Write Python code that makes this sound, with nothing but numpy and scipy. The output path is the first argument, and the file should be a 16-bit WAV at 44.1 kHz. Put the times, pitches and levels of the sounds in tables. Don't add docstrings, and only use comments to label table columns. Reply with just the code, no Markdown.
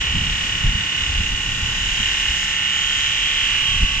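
import sys
import numpy as np
from scipy import signal
from scipy.fft import rfft, irfft
from scipy.io import wavfile
from scipy.ndimage import uniform_filter1d

SR = 44100
rng = np.random.default_rng(int(sys.argv[2]) if len(sys.argv) > 2 else 0)


def wav_out(sig):
    wavfile.write(sys.argv[1], SR, np.round(np.clip(np.atleast_2d(sig).T, -1, 1) * 32767).astype(np.int16))


N = 176400
CYLINDERS, FIRING_SCATTER_DB = 6, 1.56
LOW_RPM, HIGH_RPM = 4220, 4325
MIC_LAG_MS = .41

# time_s, speed_rpm
ENGINE_SPEED = [(0, 4234), (.3, 4224), (.8, 4217), (1.7, 4224), (2, 4235), (2.3, 4254), (2.85, 4274),
                (3.35, 4312), (4, 4338)]
# time_s, knock_db, ring_db, hiss_db
VOICE_LEVELS = [(0.0, -30, -21.5, -35.5), (0.08, -31, -26.5, -39), (0.44, -30.5, -26, -36.5),
                (0.75, -31, -27.5, -39), (1.0, -30.5, -25.5, -37.5), (1.38, -33, -27, -38.5),
                (2.02, -28, -24.5, -36), (2.08, -28, -23, -35.5), (2.44, -30.5, -25.5, -35.5),
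                (2.61, -29.5, -25.5, -38.5), (3.02, -29.5, -24.5, -35.5), (3.29, -30.5, -23.5, -36.5),
                (3.54, -28, -24.5, -36), (4.0, -33.5, -27.5, -37.5)]
# knock_db, ring_low_rev_db, hiss_db, ring_high_rev_db
CYLINDER_LEVELS = [(-14.5, 7.5, -5.5, -1.5), (3, -9, -8, -2), (-4, 2.5, -18, -1), (-3, -5, -3, 5),
                   (-2, -3, -5.5, 10.5), (-9, -16, -23, -10)]
# freq_hz, density_db
KNOCK_SPECTRUM = [(330, -21), (620, -25.5), (850, -18), (1250, -14), (1480, -7.5), (1650, -8.5), (1880, -1),
                  (2150, -4), (2500, -5), (3200, -8.5)]
# freq_hz, density_db
RING_SPECTRUM = [(1700, -13), (2250, -14), (2500, -5.5), (2720, -3.5), (2900, 2), (3080, -5.5),
                 (3350, -5.5), (3650, -10.5), (3900, -9.5), (4400, -42)]
# order (multiple of the cycle rate, rounded in use), low_rev_db, high_rev_db
WHINE_ORDERS = [(65.8, -53.5, -39), (74, -46.5, -30.5), (77.5, -38, -33), (80.2, -36.5, -29),
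                (80.96, -32, -33.5), (82, -37.5, -38), (83.17, -33.5, -35), (83.9, -37, -40)]
# time_s, gain_db
WHINE_SWELL = [(0, 1), (.7, 0), (1.05, 2), (1.4, -0.5), (1.8, -0.5), (2.1, 3), (2.45, -0.5), (2.7, 3),
               (2.95, 0.5), (3.25, 1), (3.55, 2.5), (4, -1.5)]
# order (rounded in use), low_rev_db, high_rev_db
RASP_ORDERS = [(85.43, 4, -3), (87, 1, 0), (88.9, -10, -7), (88.3, -18, 10.5), (89.9, 0.5, 0.5),
               (91, -9, 2)]
# time_s, level_db
RASP_SWELL = [(0, -30.5), (.95, -37.5), (1.75, -33), (2.1, -24), (2.45, -28.5), (2.9, -25.5), (3.25, -25.5),
              (3.55, -33), (4, -35)]
# order, low_rev_db, high_rev_db
DRONE_ORDERS = [(3, -45.5, -54), (5, -46.5, -51), (9, -55.5, -63), (13, -56.5, -65), (14, -57, -58),
                (23, -56, -56), (24, -52, -52), (25, -56, -49.5), (26, -62, -63), (31, -48, -45.5),
                (32, -56.5, -49.5), (39, -47.5, -53), (42, -44.5, -45), (43, -45.5, -48), (52, -41, -42.5),
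                (57, -44.5, -37.5)]
# freq_hz, density_db
HISS_SPECTRUM = [(2500, -17), (3800, 0.5), (4400, -3), (5100, 0), (6200, 2), (6850, 0), (7600, -3),
                 (8200, -12), (8750, -20), (9400, -20), (12000, -25.5), (15000, -34.5)]
# freq_hz, density_db
WHISTLE_SPECTRUM = [(6200, -26), (6650, 6), (6850, 2.5), (7100, -0.5), (7600, -20.5)]
# time_s, level_db
WHISTLE_SWELL = [(0, -51), (1.2, -44), (1.7, -42.5), (2, -38.5), (2.2, -45), (2.4, -37), (2.6, -44),
                 (2.8, -38), (3.05, -38.5), (3.3, -46), (4, -55)]
# freq_hz, density_db
RUMBLE_SPECTRUM = [(10, -4.5), (24, -2.5), (40, 1), (65, -3.5), (95, -12.5), (160, -33)]
# time_s, relative_db
RUMBLE_GUSTS = [(0.0, -22.5), (0.04, -44), (0.08, -28), (0.51, -37.5), (0.69, -25.5), (0.9, -51),
                (1.08, -25.5), (1.26, -28), (1.28, -35), (1.34, -28), (1.4, -36.5), (1.65, -32),
                (1.67, -34), (1.86, -31), (2.21, -42), (2.31, -26.5), (2.35, -40), (2.46, -39), (2.63, -51),
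                (2.66, -44.5), (3.68, -36), (3.81, -25.5), (3.88, -30), (4.0, -33)]
# freq_hz, density_db
BUFFET_SPECTRUM = [(55, -9.5), (85, 2), (110, 0), (170, -6.5), (230, -11), (320, -28), (600, -41)]
# time_s, relative_db
BUFFET_GUSTS = [(0.0, -41), (0.04, -35.5), (0.09, -47), (0.15, -23.5), (0.33, -34.5), (0.6, -36.5),
                (0.66, -26.5), (0.87, -37.5), (1.15, -40.5), (1.2, -24.5), (1.3, -41), (1.32, -30),
                (1.39, -40), (1.61, -31.5), (1.79, -39), (1.82, -37), (1.97, -45), (2.0, -29), (2.04, -41),
                (3.31, -46.5), (3.54, -41.5), (3.58, -44), (3.77, -28.5), (3.79, -45), (3.82, -24.5),
                (3.89, -39), (3.98, -35.5), (4.0, -41)]
# centre_s, strength_db, half_swing_ms
EDDIES = [(.165, -12, 1.8), (.218, -11, 1.6), (.646, -9, 2.4), (.664, -9.5, 7), (.692, -11.5, 3.2),
          (.754, -12, 2.4), (1.208, -12.5, 2.2), (1.335, -17.5, 3), (1.632, -13, 3.5), (2.003, -19.5, 2),
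          (2.305, -14.5, 4), (3.836, -7, 5.4)]
# freq_hz, density_db
STREET_SPECTRUM = [(100, -23), (250, 3), (400, -8), (620, -9), (850, -4.5), (1200, -8), (1800, -12),
                   (2500, 1)]
# time_s, level_db
STREET_SWELL = [(0, -35.5), (1.4, -37.5), (2.2, -40.5), (2.8, -39.5), (3.5, -39.5), (4, -39)]


def knock(cycles):
    envelope = firings(cycles, column=0, attack_ms=.26, decay_ms=1.4)
    sound = voice(cycles, envelope, KNOCK_SPECTRUM, fresh=.19, memory_s=1.2, scattered=.54, lag_ms=-.03)
    return sound * pan(left_db=6) * undb(curve(VOICE_LEVELS, column=1) + .37)


def ring(cycles):
    slow, fast = (firings(cycles, column, attack_ms=.42, decay_ms=4.5) for column in (1, 3))
    envelope = slow + (fast - slow) * revs()
    sound = voice(cycles, envelope, RING_SPECTRUM, fresh=.16, memory_s=.8, scattered=.2,
                  lag_ms=MIC_LAG_MS)
    return sound * pan(left_db=-3) * undb(curve(VOICE_LEVELS, column=2) - 2)


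def whine(cycles):
    core = partials(cycles, WHINE_ORDERS, waver_db=2.5, spread_turns=.48) * undb(curve(WHINE_SWELL))
    rasp = unit(partials(cycles, RASP_ORDERS, waver_db=3.5, spread_turns=.8)) * undb(curve(RASP_SWELL))
    return place(core + rasp, MIC_LAG_MS) * pan(left_db=-6.5)


def drone(cycles):
    sound = partials(cycles, DRONE_ORDERS, waver_db=1.4, spread_turns=.99) * undb(-.5)
    return place(sound, lag_ms=.1) * pan(left_db=.5)


def hiss(cycles):
    envelope = firings(cycles, column=2, attack_ms=.079, decay_ms=1.4)
    gas = voice(cycles, envelope, HISS_SPECTRUM, fresh=.5, memory_s=1.3, scattered=.7, lag_ms=MIC_LAG_MS)
    return gas * pan(left_db=1) * undb(curve(VOICE_LEVELS, column=3) + 3.5)


def whistle():
    return colour(stereo_noise(apart=.5), WHISTLE_SPECTRUM) * pan(left_db=-7) * undb(curve(WHISTLE_SWELL))


def firings(cycles, column, attack_ms, decay_ms):
    firing = np.floor(cycles * CYLINDERS).astype(int)
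    cylinder_db = np.array(CYLINDER_LEVELS)[firing % CYLINDERS, column]
    strength_db = cylinder_db + FIRING_SCATTER_DB * rng.standard_normal(N)[firing]
    onsets = np.diff(firing, prepend=firing[0])
    age_ms = np.arange(SR // 20) * 1000 / SR
    pulse = ((1 - np.exp(-age_ms / attack_ms)) * np.exp(-age_ms / decay_ms)) ** 2
    power = signal.fftconvolve(onsets * undb(strength_db) ** 2, pulse / pulse.sum())[:N] / onsets.mean()
    return np.sqrt(1 + power)


def voice(cycles, envelope, spectrum, fresh, memory_s, scattered, lag_ms):
    half_spectrum = np.array(spectrum) * [1, .5]
    rattles = (colour(rattle(cycles, fresh, memory_s), half_spectrum) for _ in range(3))
    direct, left, right = (envelope * even(x, window_ms=4.06) for x in rattles)
    return colour(blend(place(direct, lag_ms), np.array([left, right]), scattered), half_spectrum)


def rattle(cycles, fresh, memory_s, cycle_samples=1280):
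    count = int(cycles[-1]) + 2
    memory_cycles = max(int(memory_s * cycles[-1] * SR / N), 1)
    noise = rng.standard_normal(N)
    patterns = rng.standard_normal((2 * count, cycle_samples))
    orders = rfft(uniform_filter1d(patterns, memory_cycles, axis=0, mode="wrap"))
    orders[:, [round(row[0]) for row in DRONE_ORDERS + WHINE_ORDERS]] = 0
    evened = irfft(orders / np.sqrt(np.abs(orders) + 1e-9)).ravel()
    return blend(unit(evened[(cycles * cycle_samples).astype(int)]), noise, fresh)


def partials(cycles, table, waver_db, spread_turns):
    sound, climb = 0, revs()
    for order, low_db, high_db in table:
        turns = round(order) * cycles + spread_turns * rng.random() + .042 * waver(rate_hz=23)
        level_db = low_db + (high_db - low_db) * climb + waver_db * waver(rate_hz=12)
        sound = sound + undb(level_db) * np.sqrt(2) * np.sin(2 * np.pi * turns)
    return sound


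def revs():
    return np.clip((curve(ENGINE_SPEED) - LOW_RPM) / (HIGH_RPM - LOW_RPM), 0, 1)


def wind():
    rumble = colour(stereo_noise(apart=.02), RUMBLE_SPECTRUM) * undb(curve(RUMBLE_GUSTS) + 3)
    buffet = colour(stereo_noise(apart=.077), BUFFET_SPECTRUM) * undb(curve(BUFFET_GUSTS) + .5)
    return rumble + buffet


def thumps(turbulence_db=-16.5):
    turbulence = undb(turbulence_db) * even(colour(rng.standard_normal(N), BUFFET_SPECTRUM), window_ms=12)
    sound = 0
    for centre_s, strength_db, half_swing_ms in EDDIES:
        swing = (np.arange(N) / SR - centre_s) * 1000 / half_swing_ms
        sound = sound + undb(strength_db) * np.exp(-swing ** 2 / 2) * (turbulence - swing)
    return place(sound, MIC_LAG_MS)


def street():
    wash = colour(rng.standard_normal((2, N)), STREET_SPECTRUM)
    return wash * pan(left_db=.5) * undb(curve(STREET_SWELL))


def undb(db):
    return 10 ** (np.asarray(db) / 20)


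def curve(table, column=1):
    rows = np.array(table, float)
    return np.interp(np.arange(N) / SR, rows[:, 0], rows[:, column])


def waver(rate_hz):
    return np.interp(np.arange(N) * rate_hz / SR, np.arange(1024), rng.standard_normal(1024))


def unit(x):
    return x / np.sqrt(np.mean(x ** 2))


def even(x, window_ms):
    return x / np.sqrt(uniform_filter1d(x ** 2, max(int(window_ms * SR / 1000), 2)) + 1e-6)


def colour(x, spectrum):
    freq_hz, density_db = np.array(spectrum, float).T
    bins_oct = np.log2(np.maximum(np.arange(N // 2 + 1) * SR / N, 1))
    points_oct = np.log2(freq_hz)
    outside_oct = np.abs(bins_oct - np.clip(bins_oct, points_oct[0], points_oct[-1]))
    gain_db = np.interp(bins_oct, points_oct, density_db) - 20 * outside_oct
    return unit(irfft(rfft(x) * undb(gain_db), N))


def blend(a, b, share):
    return np.sqrt(1 - share) * a + np.sqrt(share) * b


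def stereo_noise(apart):
    return blend(place(rng.standard_normal(N), MIC_LAG_MS), rng.standard_normal((2, N)), apart)


def place(x, lag_ms):
    return np.array([x, np.roll(x, round(lag_ms * SR / 1000))])


def pan(left_db):
    return undb(np.array([[left_db], [-left_db]]) / 2)


def scene():
    cycle_hz = curve(ENGINE_SPEED) / 60 / 2
    cycles = .55 + np.cumsum(cycle_hz) / SR
    engine = knock(cycles) + ring(cycles) + whine(cycles) + drone(cycles) + hiss(cycles) + whistle()
    return engine + street() + wind() + thumps()


def record(dry):
    fade_s, cutoff_hz = .012, 15200
    fade = np.minimum(np.arange(N) / SR / fade_s, 1)
    return signal.sosfilt(signal.ellip(8, .2, 70, cutoff_hz, fs=SR, output="sos"), dry * fade)


dry = scene()
out = record(dry)
wav_out(out)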